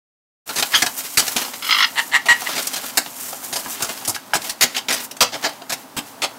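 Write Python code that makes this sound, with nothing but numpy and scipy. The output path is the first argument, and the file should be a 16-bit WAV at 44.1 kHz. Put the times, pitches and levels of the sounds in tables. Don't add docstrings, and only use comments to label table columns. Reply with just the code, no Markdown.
import sys
import numpy as np
from scipy import signal
from scipy.fft import rfft, irfft
from scipy.io import wavfile
from scipy.ndimage import uniform_filter1d, minimum_filter1d, map_coordinates

SR = 44100
rng = np.random.default_rng(int(sys.argv[2]) if len(sys.argv) > 2 else 0)


def transcribe(signal):
    frames = np.atleast_2d(signal).T
    limited = np.clip(frames, -1, 1)
    pcm = np.round(limited * 32767).astype(np.int16)
    wavfile.write(sys.argv[1], SR, pcm)


N = 281358
T = np.arange(N) / SR

# time_s, level_db, hiss_offset_db
SHUFFLE = [(.46, -40, 1.5), (.6, -32, -1), (.91, -43.5, 8), (1.32, -31, 0.5), (1.58, -39, 0.5),
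           (1.8, -40, 5.5), (2.2, -40.5, -7), (2.42, -32, -2), (2.8, -32, -3), (2.95, -40.5, 0.5),
           (3.5, -42.5, 5), (3.8, -32, -4.5), (4.1, -40, 1), (4.22, -44.5, -6.5), (4.5, -50, -2),
           (5.17, -61, 2), (5.45, -32, -7), (5.65, -57, -12)]


def steps(rise_s=0.00075, release_s=0.0055, flap_s=0.011, ring_s=0.0013, ring_db=-6):
    # frequency_hz, density_db
    slap = [(700, -39.5), (1200, -11), (1700, -2.5), (2800, -2.5), (4800, -2), (6000, -9.5), (7500, -12.5),
            (11000, -49.5)]
    crackle = [(3500, -16.5), (5200, -2), (6500, -1), (8200, -4), (10000, -12), (12500, -10), (16000, -17)]
    fine_crackle = [(6500, -37), (8500, 2.5), (10000, 0.5), (13000, -5.5), (15500, -8), (17000, -43)]
    thud = [(30, -29), (70, -23), (110, -15), (230, -1.5), (330, -4.5), (520, -3), (630, 0.5), (780, 4.5),
            (1050, -2.5), (1400, -2.5), (2200, -29.5)]
    grains = [colour(clicks(rate=14000, spread_db=1.6) * undb(1.6 * walk(400)), spectrum)
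              for spectrum in (slap, crackle, fine_crackle, thud)]
    fades_s = (release_s, release_s, release_s, flap_s)
    t = np.arange(SR // 14) / SR
    out = np.zeros(N)
    for start, contact, db, crackle_db, thud_db in footfalls():
        patch = rng.standard_normal(SR // 250) * np.exp(-t[:SR // 250] / ring_s)
        patch *= undb(ring_db) / np.linalg.norm(patch)
        patch[0] = 1
        shares_db = (0, crackle_db + 0.5, 1.23 * crackle_db - 4, thud_db)
        for grain, share_db, fade_s in zip(grains, shares_db, fades_s):
            force = (1 - np.exp(-t / rise_s)) * np.exp(-np.maximum(t - contact, 0) / fade_s)
            burst = np.convolve(force * grain[int(start * SR):][:len(t)], patch)[:len(t)]
            add(out, unit(burst) * undb(db + share_db) * rms(force), start)
    return out


def footfalls(tap_count=22):
    # start_s, contact_s, level_db, crackle_offset_db, thud_offset_db
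    single_steps = [(.49, 0.018, -29, -5, -0.5), (.6246, 0.0041, -12.5, -7, -9.5),
                    (1.003, 0.0051, -31, -12, -7.5), (1.447, 0.0049, -26.5, -13, -5),
                    (1.533, 0.0094, -31, -7, -7), (2.256, 0.016, -26.5, -4.5, -1.5),
                    (2.624, .0055, -33.5, 7, -21), (2.67, 0.0047, -24.5, 5, -12),
                    (2.972, 0.01, -12, -0.5, -10), (3.06, .003, -29, -16, -2),
                    (3.328, .004, -34.5, -5, 6.5), (3.66, .004, -41.5, -8, 10.5),
                    (3.889, 0.022, -32, -5, -5), (3.974, .0034, -32.5, -3, -13),
                    (4.049, 0.0076, -30, 3, -23), (4.145, 0.017, -28.5, -2.5, -12),
                    (4.417, .0044, -31.5, -1, -22), (4.493, 0.014, -25.5, 0, -12.5),
                    (5.111, 0.0058, -32.5, 1.5, -9), (5.166, .005, -36.5, 0, -4),
                    (5.206, 0.019, -6, -5.5, -6), (5.617, 0.0036, -35.5, -16, 2),
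                    (5.966, 0.027, -27, -2, -1), (6.219, 0.033, -20, -8.5, -4.5)]
    # the same five columns, then second_foot_lag_s, second_foot_offset_db
    hops = [(.558, 0.022, -25, -2, -8, 0.025, 2), (0.82, 0.0079, -11.5, -5.5, -8, .042, -7),
            (1.172, 0.011, -11, -0.5, -13.5, 0.02, -5.5), (1.266, 0.0045, -26.5, -1.5, -12, 0.012, 5.5),
            (1.364, 0.0066, -17.5, -3, -10, 0.016, -9), (2.553, 0.019, -26, -7.5, -5.5, 0.025, 2.5),
            (2.733, 0.014, -26, -2, -7, 0.026, -2), (3.527, 0.015, -26.5, 0, -4.5, .03, 0.5),
            (3.822, 0.01, -24.5, 4, -4, .021, -8.5), (4.076, 0.01, -31.5, 11.5, 2.5, 0.017, -3),
            (4.336, 0.015, -22, -0.5, -1.5, 0.017, -2.5), (4.609, .016, -14, -3, -11, .015, 1.5),
            (4.746, 0.024, -26.5, -9, -12, 0.018, 3.5), (4.884, 0.014, -19.5, -7.5, -8.5, .019, 0.5),
            (4.924, 0.01, -22, 0.5, -11.5, 0.015, -4), (5.321, 0.016, -30.5, -12.5, -3, .019, 3),
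            (5.427, 0.033, -27, -15, -4, 0.012, 4), (5.695, 0.017, -26.5, -2.5, -5.5, 0.026, 2.5)]
    feet = list(single_steps)
    for start, contact, db, crackle_db, thud_db, lag, second_db in hops:
        feet.append((start, contact, db, crackle_db, thud_db))
        feet.append((start + lag, contact, db + second_db, crackle_db + 1, thud_db))
    times, shuffle_db, _ = np.transpose(SHUFFLE)
    for when, force in rng.random((tap_count, 2)):
        start = 0.5 + 5.5 * when
        db = np.interp(start, times, shuffle_db) + 1 + 4 * (2 * force - 1)
        feet.append((start, 0.004, db, -3, 2))
    return feet


def parrot():
    # time_s, level_db, pitch_hz
    squawk = [(.72, -31, 2402), (.735, -21, 2003), (.739, -12, 1763), (.746, -8, 1710), (.749, -5, 3050),
              (0.755, -1, 3225), (0.768, -14, 3220), (.785, -36, 3330)]
    # time_s, pulse_hz, level_db
    rattle = [(1.621, 47.5, -22), (1.684, 40, -22.5), (1.694, 57.8, -11), (1.725, 56.3, -3.5),
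              (1.742, 45.9, -8.5), (1.784, 51.3, -12), (1.81, 52.1, -3.5), (1.85, 54.1, -3.5),
              (1.862, 50, -22)]
    # start_s, swell_s, hold_s, level_db, pulse_hz, pitch_hz, ring_rise_s, rasp_offset_db
    chirps = [(1.956, 0.03, 0.014, -7.5, 142.6, 1872, 0.0018, -7.5),
              (2.115, 0.033, 0.018, -2, 148.4, 1894, 0.0016, -14.5),
              (2.284, 0.0036, 0.036, 1, 170.3, 1895, 0.0025, -14),
              (2.457, 0.013, 0.0037, -12.5, 146, 1980, .0021, -10)]
    # centre_hz, width_hz, level_db
    harsh_throat = [(1020, 170, -6), (1280, 190, 3), (2130, 260, 0), (2880, 280, 1), (3270, 200, 2),
                    (4200, 600, -4), (5130, 300, -1), (6200, 500, -16)]
    chirp_throat = [(886, 190, 1), (1220, 180, 3), (1910, 330, 4.5), (2800, 500, 1), (3080, 460, -0.5),
                    (4000, 790, -1.5), (6030, 900, -34), (8500, 5400, -15)]
    harsh_partials = [-16, -2, -10.5, -9.5, -25, -19]
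    chirp_partials = [-12.5, -0.5, -13.5, -26, -31, -23, -24, -17]
    out = np.zeros(N)
    times, db, pitch_hz = np.transpose(squawk)
    voice = syrinx(times, db, pitch_hz, harsh_throat, harsh_partials, pulse_hz=220,
                   rise_s=0.0041, rasp_db=-13, waver=0.036, rasp_peak=0.24)
    add(out, voice, times[0])
    times, pulse_hz, db = np.transpose(rattle)
    pitch_hz = 2157 - 1100 * (times - times[0])
    voice = syrinx(times, db, pitch_hz, harsh_throat, harsh_partials, pulse_hz,
                   rise_s=0.0018, rasp_db=-8.5, waver=0.0295, rasp_peak=0.22)
    add(out, voice, times[0])
    onset_db, end_db, release_s = -24.5, -33, 0.017
    for start, swell, hold, level_db, pulse_hz, pitch_hz, rise_s, rasp_db in chirps:
        times = start + np.cumsum([0, swell, hold, release_s])
        db = level_db + np.array([onset_db, 0, 0, end_db])
        voice = syrinx(times, db, pitch_hz, chirp_throat, chirp_partials, pulse_hz,
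                       rise_s, rasp_db, waver=0.036, rasp_peak=0.46)
        add(out, voice, start)
    return out


def syrinx(times, db, pitch_hz, throat, partials_db, pulse_hz, rise_s, rasp_db, waver, rasp_peak):
    t = np.arange(times[0], times[-1], 1 / SR)
    pulse_hz, db, pitch_hz = (np.interp(t, times, np.broadcast_to(curve, len(times)))
                              for curve in (pulse_hz, db, pitch_hz))
    cycle = np.cumsum(pulse_hz) / SR % 1
    ring = swell_and_fade(cycle / pulse_hz / rise_s) ** 2
    phase = 2 * np.pi * np.cumsum(pitch_hz * (1 + waver * walk(700)[:len(t)])) / SR
    tone = sum(undb(level) * np.sin(k * phase / 2) for k, level in enumerate(partials_db, 1))
    opening = swell_and_fade(cycle / rasp_peak) ** 0.53
    air = resonant_noise(throat, count=SR // 2)
    drift = np.cumsum(1 + 0.025 * walk(50)[:len(t)])
    breath_db = 0.36 * (db.max() - db)
    rasp = opening * undb(breath_db + rasp_db) * map_coordinates(air, [drift], order=3)
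    strength = undb(db + 1.5 * walk(119.5)[:len(t)])
    return strength * (ring * tone + rasp) * signal.windows.tukey(len(t), 0.04)


def rustle(catch_db=2.0, catch_hz=70):
    # frequency_hz, density_db
    brush_spectrum = [(50, -29), (130, -12.5), (260, 0), (450, -3), (800, 0), (1400, 2), (2500, 1.5),
                      (5000, 0.5), (6500, -3.5), (9000, -27)]
    hiss_spectrum = [(3500, -20), (5500, 0), (7500, 3.5), (10500, 1.5), (13500, 3.5), (15700, -1.5),
                     (17000, -34)]
    brush_gain, hiss_gain = sliding()
    brush = undb(-3) * colour(clicks(rate=6000, spread_db=0), brush_spectrum)
    hiss = colour(clicks(rate=9000, spread_db=2.6), hiss_spectrum)
    return undb(catch_db * walk(catch_hz)) * (brush_gain * brush + hiss_gain * hiss)


def sliding():
    # middle_s, length_s, level_db, hiss_offset_db
    swishes = [(0.771, 0.16, -24, -5), (0.982, 0.099, -34, 5), (1.062, .08, -33, -9), (1.24, 0.12, -33, -1),
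               (1.42, .11, -24, -4.5), (1.699, 0.068, -34.5, 5), (2.055, 0.16, -43.5, 7.5),
               (2.525, 0.08, -22.5, -9), (2.61, 0.058, -29, -2), (2.86, 0.11, -33.5, -1),
               (3.267, 0.29, -36, 5.5), (3.451, 0.052, -35.5, 4), (3.583, 0.088, -33, 3.5),
               (3.713, 0.12, -38.5, 8.5), (4.467, 0.16, -32.5, -2.5), (4.706, 0.3, -37.5, -7),
               (4.982, 0.13, -26.5, -7), (5.032, 0.079, -36.5, 6.5), (5.8, 0.11, -45.5, -0.5),
               (6.08, 0.16, -46, 0.5)]
    times, db, hiss_db = np.transpose(SHUFFLE)
    brush_power = undb(np.interp(T, times, db)) ** 2
    hiss_power = undb(np.interp(T, times, db + hiss_db)) ** 2
    for middle, length, db, hiss_db in swishes:
        sweep = np.hanning(int(length * SR))
        add(brush_power, sweep * undb(db) ** 2, middle - length / 2)
        add(hiss_power, sweep * undb(db + hiss_db) ** 2, middle - length / 2)
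    return np.sqrt(brush_power), np.sqrt(hiss_power)


def knocks(scatter_db=2):
    # start_s, level_db
    strikes = [(3.661, -24.5), (4.092, -35), (4.163, -20), (4.3351, -4), (5.208, -15)]
    # pitch_hz, level_db, t60_s
    wood = [(830, -5.5, 0.04), (980, -12, 0.026), (1280, -4.5, 0.013), (1636, 0, 0.02), (2250, -9, 0.025),
            (2820, -13, 0.022), (3030, -16.5, 0.054)]
    t = np.arange(SR // 10) / SR
    hz, db, t60 = np.transpose(wood)
    modes = np.sin(2 * np.pi * hz[:, None] * t) * np.exp(-np.log(1000) * t / t60[:, None])
    out = np.zeros(N)
    for start, level_db in strikes:
        gains = undb(level_db + db + scatter_db * rng.standard_normal(len(db)))
        signs = rng.choice([-1, 1], len(db))
        add(out, (gains * signs) @ modes, start)
    return out


def bumps(swell_s=0.0096):
    # start_s, level_db
    impacts = [(.585, -50), (.748, -39), (.824, -45), (1.174, -28), (2.295, -40), (2.973, -44),
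               (3.826, -33), (4.079, -29), (4.15, -41), (4.345, -32), (4.615, -39), (5.21, -30)]
    # frequency_hz, density_db
    floor_spectrum = [(25, -19), (45, -17), (80, 3), (118, 10), (170, -4), (250, -12.5), (340, 10),
                      (480, -12), (800, -16)]
    force = swell_and_fade(np.arange(SR // 8) / SR / swell_s)
    floor = colour(rng.standard_normal(N), floor_spectrum)
    out = np.zeros(N)
    for start, db in impacts:
        knock = unit(force * floor[int(start * SR):][:len(force)])
        add(out, knock * undb(db - 2) * rms(force), start)
    return out


def pen(x, near_db, near_t60, room_db, room_t60=0.21, room_hz=5000):
    # delay_s, level_db
    walls = [(.0013, -66), (.0029, -24), (.0047, -34), (.0071, -36)]
    t = np.arange(SR // 2) / SR
    near = rng.standard_normal(len(t)) * (t > 0.007) * np.exp(-np.log(1000) * t / near_t60)
    far = rng.standard_normal(len(t)) * (t > 0.015) * np.exp(-np.log(1000) * t / room_t60)
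    far = signal.lfilter(*signal.butter(1, room_hz, fs=SR), far)
    echoes = undb(near_db) * near / np.linalg.norm(near) + undb(room_db) * far / np.linalg.norm(far)
    for delay, db in walls:
        echoes[int(delay * SR)] += undb(db)
    return x + signal.fftconvolve(x, echoes)[:N]


def room_tone(air_db=-41.5, drone_db=-53, sway_db=1.75):
    # frequency_hz, density_db
    air_spectrum = [(25, -38), (60, -41), (110, -7), (170, -8), (250, 2), (340, -7), (520, -5.5), (850, 0),
                    (1400, -8), (2500, -16), (6000, -18), (15000, -20)]
    # centre_hz, width_hz, level_db
    drone = [(266.4, 15, -1), (594, 16, -12.5)]
    air = unit(colour(rng.standard_normal(N), air_spectrum)) * undb(air_db + sway_db * walk(5.09))
    return air + undb(drone_db) * resonant_noise(drone, N)


def clicks(rate, spread_db):
    size = undb(spread_db * np.minimum(rng.exponential(size=N), 5))
    return unit((rng.random(N) < rate / SR) * size * rng.standard_normal(N))


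def resonant_noise(modes, count):
    out = 0
    for hz, width, db in modes:
        b, a = signal.iirpeak(hz, hz / (1.38 * width), fs=SR)
        out = out + undb(db) * signal.lfilter(b, a, signal.lfilter(b, a, rng.standard_normal(count)))
    return unit(out)


def colour(x, points, size=2048):
    hz, db = np.transpose(points)
    bins_hz = np.arange(size // 2 + 1) * SR / size
    gain = undb(np.interp(np.log(bins_hz + 1), np.log(hz), db))
    cepstrum = irfft(np.log(gain))
    cepstrum[1:size // 2] *= 2
    cepstrum[size // 2 + 1:] = 0
    response = irfft(np.exp(rfft(cepstrum)))
    return signal.fftconvolve(x, response / np.linalg.norm(response))[:len(x)]


def walk(rate):
    hold = max(int(SR / rate), 1)
    return uniform_filter1d(np.repeat(rng.standard_normal(N // hold + 1), hold), hold)[:N]


def swell_and_fade(age):
    return age * np.exp(1 - age)


def undb(db):
    return 10 ** (np.asarray(db) / 20)


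def rms(x):
    return np.sqrt(np.mean(x ** 2))


def unit(x):
    return x / rms(x)


def add(track, sound, start_s):
    i = int(start_s * SR)
    track[i:i + len(sound)] += sound[:N - i]


def scene():
    scuffle = pen(steps() + knocks() + bumps() + rustle(), near_db=-11.5, near_t60=0.075, room_db=-18.5)
    calls = pen(parrot(), near_db=-12, near_t60=0.12, room_db=-22)
    return (scuffle + calls + room_tone())[None]


def record(dry):
    start_s, fade_s, top_hz = 0.4573, 0.019, 15700
    ceiling, hold = 0.75, SR // 1500
    x = dry * np.clip((T - start_s) / fade_s, 0, 1)
    needed_gain = ceiling / np.maximum(np.abs(x), ceiling)
    gain = uniform_filter1d(minimum_filter1d(needed_gain, hold), hold)
    return signal.sosfiltfilt(signal.ellip(8, 0.1, 50, top_hz, fs=SR, output="sos"), x * gain)


dry = scene()
out = record(dry)
transcribe(out)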